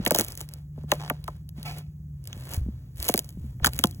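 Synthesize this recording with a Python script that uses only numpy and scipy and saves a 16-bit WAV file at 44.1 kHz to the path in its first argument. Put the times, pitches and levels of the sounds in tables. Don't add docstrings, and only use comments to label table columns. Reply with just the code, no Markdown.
import sys
import numpy as np
from scipy import signal
from scipy.fft import rfft, irfft
from scipy.io import wavfile
from scipy.ndimage import uniform_filter1d

SR = 44100
rng = np.random.default_rng(int(sys.argv[2]) if len(sys.argv) > 2 else 0)


def transcribe(u):
    v = np.clip(np.atleast_2d(u).T, -1, 1)
    q = np.round(v * 32767).astype(np.int16)
    wavfile.write(sys.argv[1], SR, q)


N = 176400

# f/Hz, level/dB
CRUMB_COLOUR = [(100, -17), (500, -8), (1500, -20.5), (3000, -4), (4600, 0), (6500, -5.5), (11000, 0),
                (16000, -7.5)]
FFT_SIZE, LEAD_SAMPLES = 4096, 128
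BIN_HZ = np.fft.rfftfreq(FFT_SIZE, 1 / SR)
STEREO_ABOVE_HZ = 700


def undb(db):
    return 10 ** (np.asarray(db) / 20)


def colour(points, hz=BIN_HZ):
    f, db = np.array(points, float).T
    return undb(np.interp(np.log(hz + 1), np.log(f), db))


def shaped(x, points):
    y = irfft(rfft(x) * colour(points, np.fft.rfftfreq(N, 1 / SR)), N)
    return y / y.std()


def burst(decay_s):
    y = rng.standard_normal(FFT_SIZE) * np.exp(-np.arange(FFT_SIZE) / SR / decay_s)
    return rfft(y / np.sqrt(np.sum(y ** 2)))


def add(out, at_s, y):
    i = max(int(at_s * SR), 0)
    out[i:i + len(y)] += y[:max(N - i, 0)]


def waver(per_s):
    hold = int(SR / per_s)
    steps = np.repeat(rng.standard_normal(N // hold + 1), hold)
    return 0.81 * uniform_filter1d(uniform_filter1d(steps, hold), hold)[:N]


def grains(points, per_s=2000, spread_db=3):
    size = undb(spread_db * np.minimum(rng.exponential(size=N), 5))
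    clicks = (rng.random(N) < per_s / SR) * size * np.sign(rng.standard_normal(N))
    return shaped(clicks, points)


def outdoor_rumble(t):
    # f/Hz, level/dB
    air_colour = [(20, -41.5), (35, -14.5), (55, 4), (90, 0.5), (130, 3), (200, -12.5), (300, -19.5),
                  (500, -36), (1000, -45.5), (2500, -50), (5000, -48), (11000, -49.5), (16000, -42.5)]
    # t/s, level/dB
    levels = [(0, -37.5), (.4, -45), (2.2, -44.5), (2.55, -39.5), (2.9, -42.5), (3.2, -41.5), (3.6, -39.5),
              (4, -35)]
    return shaped(rng.standard_normal(N), air_colour) * undb(np.interp(t, *np.array(levels).T))


def far_engine(t):
    # t/s, firing f/Hz, level/dB
    run = [(0, 72.3, -72), (.4, 72.77, -43.5), (1, 74.06, -37.5), (1.501, 74.4, -38.5), (2.031, 75.02, -39),
           (2.151, 71.85, -38.5), (2.299, 64.24, -45.5), (2.701, 65.04, -44), (3.2, 65.8, -42),
           (4, 65.8, -39.5)]
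    # multiple of the four-stroke cycle, relative level/dB
    orders = [(3, -19), (4, -6), (5, -16), (6, -15.5), (8, 1), (9, -11), (10, -17.5)]
    times, firing_hz, run_db = np.array(run).T
    cycle = 2 * np.pi * np.cumsum(np.interp(t, times, firing_hz)) / SR / 4
    hum = 0
    for order, db in orders:
        gain = undb(db + 3 * waver(5))
        hum += gain * np.sin(order * cycle + 2 * np.pi * rng.random() + 0.075 * waver(7.3))
    return hum * undb(np.interp(t, times, run_db))


def heel_thuds(t, attack_s=0.001, pitch_sag=0.13):
    # t/s, starting f/Hz, level/dB, decay/s
    landings = [(.001, 213, -15.5, 0.0058), (1.583, 229, -30, 0.0087), (2.368, 220, -27, 0.0031),
                (2.576, 94, -16, 0.02), (2.614, 68.6, -19, 0.035), (2.663, 201, -24, 0.0069),
                (2.678, 72.5, -27, 0.058), (2.686, 229, -20, 0.007), (2.995, 70.5, -26.5, 0.016),
                (3.373, 189, -25, 0.01), (3.41, 76.4, -28.5, 0.062), (3.442, 233, -32.5, 0.015),
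                (3.622, 71.6, -22, 0.039)]
    out, age = np.zeros(N), t[:N // 10]
    for at_s, hz, db, decay_s in landings:
        fade = np.exp(-age / decay_s)
        pitch = hz * (1 - pitch_sag * (1 - fade))
        envelope = undb(db) * (1 - np.exp(-age / attack_s)) * fade
        add(out, at_s, envelope * np.sin(2 * np.pi * np.cumsum(pitch) / SR))
    return out


def with_sheet_ring(x, db=-2.5):
    # f/Hz, relative level/dB, time to fall 60 dB/s
    modes = [(335, -4, 0.14), (522, -4.5, 0.11), (600, -1.5, 0.093), (716, 1.5, 0.12), (856, -6.5, 0.11),
             (1036, -3, 0.061), (1475, -17, 0.074), (1560, -9.5, 0.1), (1580, -14, 0.2), (2246, 1.5, 0.032),
             (2730, -10.5, 0.15)]
    age = np.arange(N // 20) / SR
    ring = 0
    for hz, mode_db, t60 in modes:
        damping = np.log(1000) / t60
        gain = undb(db + mode_db) * 2 * damping / SR
        ring += gain * np.exp(-damping * age) * np.cos(2 * np.pi * hz * age)
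    return x + signal.fftconvolve(x, ring)[:N]


def jolt_sheet(out, at_s, gain, travel_s=.002, echo_db=-7):
    airborne_hz, sheet_top_hz = 3400, 1550
    bending_hz = np.minimum(BIN_HZ, airborne_hz)
    lag = 2 * np.pi * travel_s * np.sqrt(1000) * (2 * np.sqrt(bending_hz) - bending_hz / airborne_hz**.5)
    sheet_share = 1 / (1 + (BIN_HZ / sheet_top_hz) ** 4)
    roughness = undb(-2) * burst(decay_s=.0025) * np.minimum(BIN_HZ / sheet_top_hz, 1)
    bounce_s = 0.0045 * (1 + 0.34 * rng.uniform(-0.93, 1))
    bounce = undb(-6.5) * sheet_share * np.exp(-2j * np.pi * BIN_HZ * bounce_s)
    knock = np.exp(2j * np.pi * rng.random()) * (1 + bounce)
    rim_echoes = undb(echo_db) * sheet_share * burst(decay_s=0.0066)
    snap = burst(decay_s=0.0008) + undb(-13) * burst(decay_s=0.0045)
    spectrum = np.sqrt(sheet_share) * (knock + roughness + rim_echoes) + np.sqrt(1 - sheet_share) * snap
    jolt = irfft(gain * np.exp(-1j * lag) * spectrum)
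    add(out, at_s - LEAD_SAMPLES / SR, np.roll(jolt, LEAD_SAMPLES))


def frost_scuffs(t):
    # peak t/s, rise/s, fall/s, rubbing level/dB, grit level/dB
    strokes = [(.075, 0.07, 0.046, -44.5, -56), (0.2, 0.062, 0.038, -38, -34),
               (0.307, 0.059, 0.036, -49.5, -47.5), (0.407, 0.037, 0.04, -52.5, -47),
               (.53, 0.07, 0.087, -60.5, -63.5), (0.809, 0.055, 0.052, -63, -70),
               (0.931, 0.035, 0.028, -43.5, -47.5), (1.021, 0.065, 0.13, -49.5, -56.5),
               (1.3, 0.087, 0.091, -61, -64.5), (1.596, 0.033, 0.046, -55, -58.5),
               (1.691, 0.052, 0.054, -48.5, -54), (1.784, 0.057, 0.029, -50, -52.5),
               (2.3, .04, 0.14, -57, -62), (2.52, 0.2, 0.094, -52.5, -54.5),
               (2.535, 0.037, 0.039, -45.5, -40), (2.7, 0.27, 0.24, -67, -81),
               (3.072, 0.069, 0.067, -44, -36.5), (3.19, 0.071, 0.14, -60.5, -57.5),
               (3.459, 0.1, .1, -66, -64.5), (3.661, 0.026, 0.023, -34, -49.5),
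               (3.781, 0.076, 0.11, -53.5, -48.5), (3.865, 0.038, 0.29, -92, -64)]
    # f/Hz, level/dB
    rub_colour = [(100, -6), (300, 4.5), (520, 2.5), (750, -2), (1200, -2), (2000, -7.5), (3300, -5),
                  (4700, -7), (9000, -26), (16000, -35)]
    # f/Hz, level/dB
    grit_colour = [(300, -43.5), (2000, -3.5), (3300, -0.5), (4700, -6.5), (6500, -4), (8700, -1.5),
                   (10500, 0.5), (13000, -5), (16000, -1.5)]
    rub_power, grit_power = np.zeros(N), np.zeros(N)
    for peak_s, rise_s, fall_s, rub_db, grit_db in strokes:
        width_s = np.where(t < peak_s, rise_s, fall_s)
        swell = np.exp(-np.abs((t - peak_s) / width_s) ** 2.13)
        rub_power += (swell * undb(rub_db)) ** 2
        grit_power += (swell * undb(grit_db)) ** 2
    rubbing = np.sqrt(rub_power) * grains(rub_colour)
    frost = np.sqrt(grit_power) * grains(grit_colour, per_s=900, spread_db=4)
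    crumbs = np.sqrt(grit_power) * undb(-9) * grains(CRUMB_COLOUR, per_s=210, spread_db=4.5)
    return with_sheet_ring((rubbing + frost) * undb(1.4 * waver(160)) + crumbs)


def sole_squeak(age, sag_per_s=.08):
    # starting f/Hz, width/Hz, level/dB
    notes = [(730, 110, -0.5), (1330, 30, -7), (1750, 47, -8.5), (2030, 35, -10), (2313, 37, -6),
             (2670, 35, -4.5), (2980, 53, -11), (3470, 90, -5)]
    turn = 2 * np.pi * np.cumsum(np.exp(-sag_per_s * age)) / SR
    return sum(undb(db) * (waver(2 * width) * np.cos(hz * turn) + waver(2 * width) * np.sin(hz * turn))
               for hz, width, db in notes)


def sole_drag(t, attack_s=0.0072):
    # start t/s, level/dB, decay/s
    pivots = [(1.649, -35, 0.052)]
    # f/Hz, level/dB
    rasp_colour = [(150, -22), (520, -2), (760, 4.5), (1150, -4.5), (1750, -11.5), (2500, 6), (3400, -4.5),
                   (4500, 1.5), (6500, -9.5), (16000, -12.5)]
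    out = np.zeros(N)
    for at_s, db, decay_s in pivots:
        age = np.maximum(t - at_s, 0)
        envelope = undb(db) * (1 - np.exp(-age / attack_s)) * np.exp(-age / decay_s)
        out += envelope * (grains(rasp_colour) + undb(-4.5) * sole_squeak(age))
    return with_sheet_ring(out)


def sole_creak(first_gap_s=.0075, slowing=1.135, jitter_s=.0006):
    # start t/s, number of slips, level/dB
    creaks = [(.999, 8, -10)]
    # f/Hz, level/dB
    slip_colour = [(200, -17), (500, -10.5), (800, 5.5), (1300, -3), (2000, -11), (3400, 0.5), (4700, -5),
                   (7000, -11.5), (16000, -27)]
    out = np.zeros(N)
    for at_s, slips, db in creaks:
        for k in range(slips):
            jolt_sheet(out, at_s + jitter_s * rng.standard_normal(), undb(db) * colour(slip_colour))
            at_s += first_gap_s * slowing ** k
    return with_sheet_ring(out)


def cracking_ice(gain_db=1):
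    # t/s, relative level/dB
    ticks = [(0.051, -1), (0.077, 3), (0.081, -9), (0.1202, 0), (0.1487, 7), (0.161, 3), (0.2163, -5.5),
             (0.2411, -14), (0.247, -5.5), (0.2642, -17), (0.284, -6), (0.304, -16.5), (0.3212, -12.5),
             (0.3529, -13.5), (0.375, -7), (0.4125, -8), (0.4895, -16.5), (0.5375, -13.5), (0.9365, -12),
             (1.2415, -15.5), (1.2855, -21.5), (1.4911, -18), (1.6296, -12.5), (1.7851, -15),
             (2.241, -25.5), (2.2545, -21.5), (2.2739, -9.5), (2.401, -25), (2.5361, -5.5), (2.9595, -26.5),
             (2.9777, -27), (3.0014, -8.5), (3.0274, -0.5), (3.044, -5.5), (3.0681, -9), (3.0825, 1),
             (3.0871, 7), (3.099, -1), (3.1145, -19), (3.1589, -5), (3.1685, -10.5), (3.192, 5.5),
             (3.245, -19.5), (3.291, -15.5), (3.305, -23.5), (3.651, 4.5), (3.675, 0.5), (3.6905, -16),
             (3.734, -7), (3.7588, -19), (3.764, -16), (3.7799, -15), (3.8566, -6.5), (3.8713, -8.5),
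             (3.911, -17), (3.947, -23)]
    # t/s, boom level/dB, ring f/Hz, ring level/dB, snap level/dB,
    # splinter level/dB, travel time of a 1 kHz bending wave/s, rim echo level/dB
    cracks = [(0.0631, 15.5, 720, 13.5, 18, 0.5, 0.006, 1.5), (0.0727, 6, 490, 5, 3, -9, 0.0044, -2),
              (0.1083, 21.5, 550, 21.5, 5.5, 8, 0.0077, 0.5), (0.1463, 11, 780, 9, 8, 0, 0.0072, 2),
              (.159, -4.5, 700, 8.5, -11, -9, 0.0044, 6.5), (.187, 12.5, 488, 11, 12, 9, .004, 1),
              (0.1965, 9.5, 342, 14.5, 3.5, 6, .004, -1.5), (0.2051, 9.5, 315, 19.5, -9, -10, .004, -1),
              (0.2103, 9, 600, 3.5, 4, 2, 0.0045, -7.5), (0.4064, -9, 616, -3, -4.5, -12, 0.0063, 0.5),
              (0.776, 7, 526, -2.5, -54, -45, 0.006, -5.5), (0.835, 8.5, 385.5, -2.5, -51, -36, 0.0066, -9),
              (0.9174, 16.5, 780, 22.5, 20, 5.5, 0.0078, -3), (1.0988, 7.5, 907, 13, 9, -4.5, 0.01, 3.5),
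              (1.2787, -3.5, 1000, 8, -13.5, -17.5, 0.0089, -2),
              (2.3296, -30, 3450, 5.5, -4, -26, 0.002, -8.5), (3.09, 18, 500, 19.5, 7.5, 6.5, .008, -16),
              (3.1401, 22, 560, 19, 6, 7.5, 0.0064, -13), (3.177, 4, 624, 1.5, -3, 6.5, 0.0074, -12),
              (3.597, -1, 750, -12.5, -20.5, -47, 0.011, -5), (3.6454, -1, 1440, 22.5, 14, 6, 0.0053, -3.5),
              (3.6607, 21, 504, 1, 15, 7.5, 0.0041, -1.5), (3.669, 2.5, 1430, 13.5, 11.5, 5.5, 0.0056, 0),
              (3.7904, 8, 583.5, 3.5, 8, 2, 0.0045, 2), (3.839, 29, 1160, 16, 26, 10, 0.0068, -8.5)]
    boom_hz, snap_hz, splinter_band_hz, low_cut_hz = 237, 3260, (4700, 9000), 149
    low_cut = BIN_HZ ** 2 / np.sqrt(BIN_HZ ** 4 + low_cut_hz ** 4)
    out = np.zeros(N)
    for at_s, db in ticks:
        jolt_sheet(out, at_s, undb(gain_db + db) * colour(CRUMB_COLOUR))
    for at_s, boom_db, ring_hz, ring_db, snap_db, splinter_db, travel_s, echo_db in cracks:
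        points = [(boom_hz, boom_db), (ring_hz, ring_db), (snap_hz, snap_db)]
        points += [(hz, splinter_db) for hz in splinter_band_hz]
        points += [(np.sqrt(boom_hz * ring_hz), min(boom_db, ring_db)),
                   (ring_hz * 2 ** 0.79, ring_db - 11.5)]
        jolt_sheet(out, at_s, undb(gain_db) * low_cut * colour(sorted(points)), travel_s, echo_db)
    return with_sheet_ring(out, db=-4)


def microphones(x, scatter_above_hz=800):
    # f/Hz, phase lead/rad, level/dB
    ports = [(550, 0, 1.5), (850, -.4, 1), (1100, -1.1, 1), (1550, -1.2, -1), (1850, 1, -4),
             (2200, 2.4, -5), (3000, 2.1, -3), (4000, 2.6, 0), (4700, 3.2, 0), (8900, 9.4, 0),
             (13300, 15.7, .5), (16000, 19.2, .5)]
    hz, lead, balance_db = np.array(ports).T
    apart = BIN_HZ ** 4 / (BIN_HZ ** 4 + STEREO_ABOVE_HZ ** 4)
    left = np.exp(.5j * apart * np.interp(BIN_HZ, hz, lead))
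    left *= undb(apart * np.interp(BIN_HZ, hz, balance_db) / 2)
    scatter = undb(-12) * BIN_HZ ** 2 / (BIN_HZ ** 2 + scatter_above_hz ** 2)
    responses = [irfft(side + scatter * burst(decay_s=.0018)) for side in (left, 1 / left)]
    return np.array([signal.fftconvolve(x, np.roll(h, FFT_SIZE // 2), "same") for h in responses])


def scene():
    t = np.arange(N) / SR
    rumble = outdoor_rumble(t)
    highpass = signal.butter(4, STEREO_ABOVE_HZ, "high", fs=SR, output="sos")
    wide_scuffs = undb(-12) * signal.sosfilt(highpass, [frost_scuffs(t), frost_scuffs(t)])
    feet = cracking_ice() + frost_scuffs(t) + sole_drag(t) + sole_creak()
    return microphones(feet + rumble) + wide_scuffs + heel_thuds(t) + far_engine(t)


def record(dry):
    ceiling, top_hz = .8, 16500
    lowpass = signal.ellip(8, .2, 70, top_hz, fs=SR, output="sos")
    return signal.sosfilt(lowpass, ceiling * np.tanh(dry / ceiling))


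dry = scene()
out = record(dry)
transcribe(out)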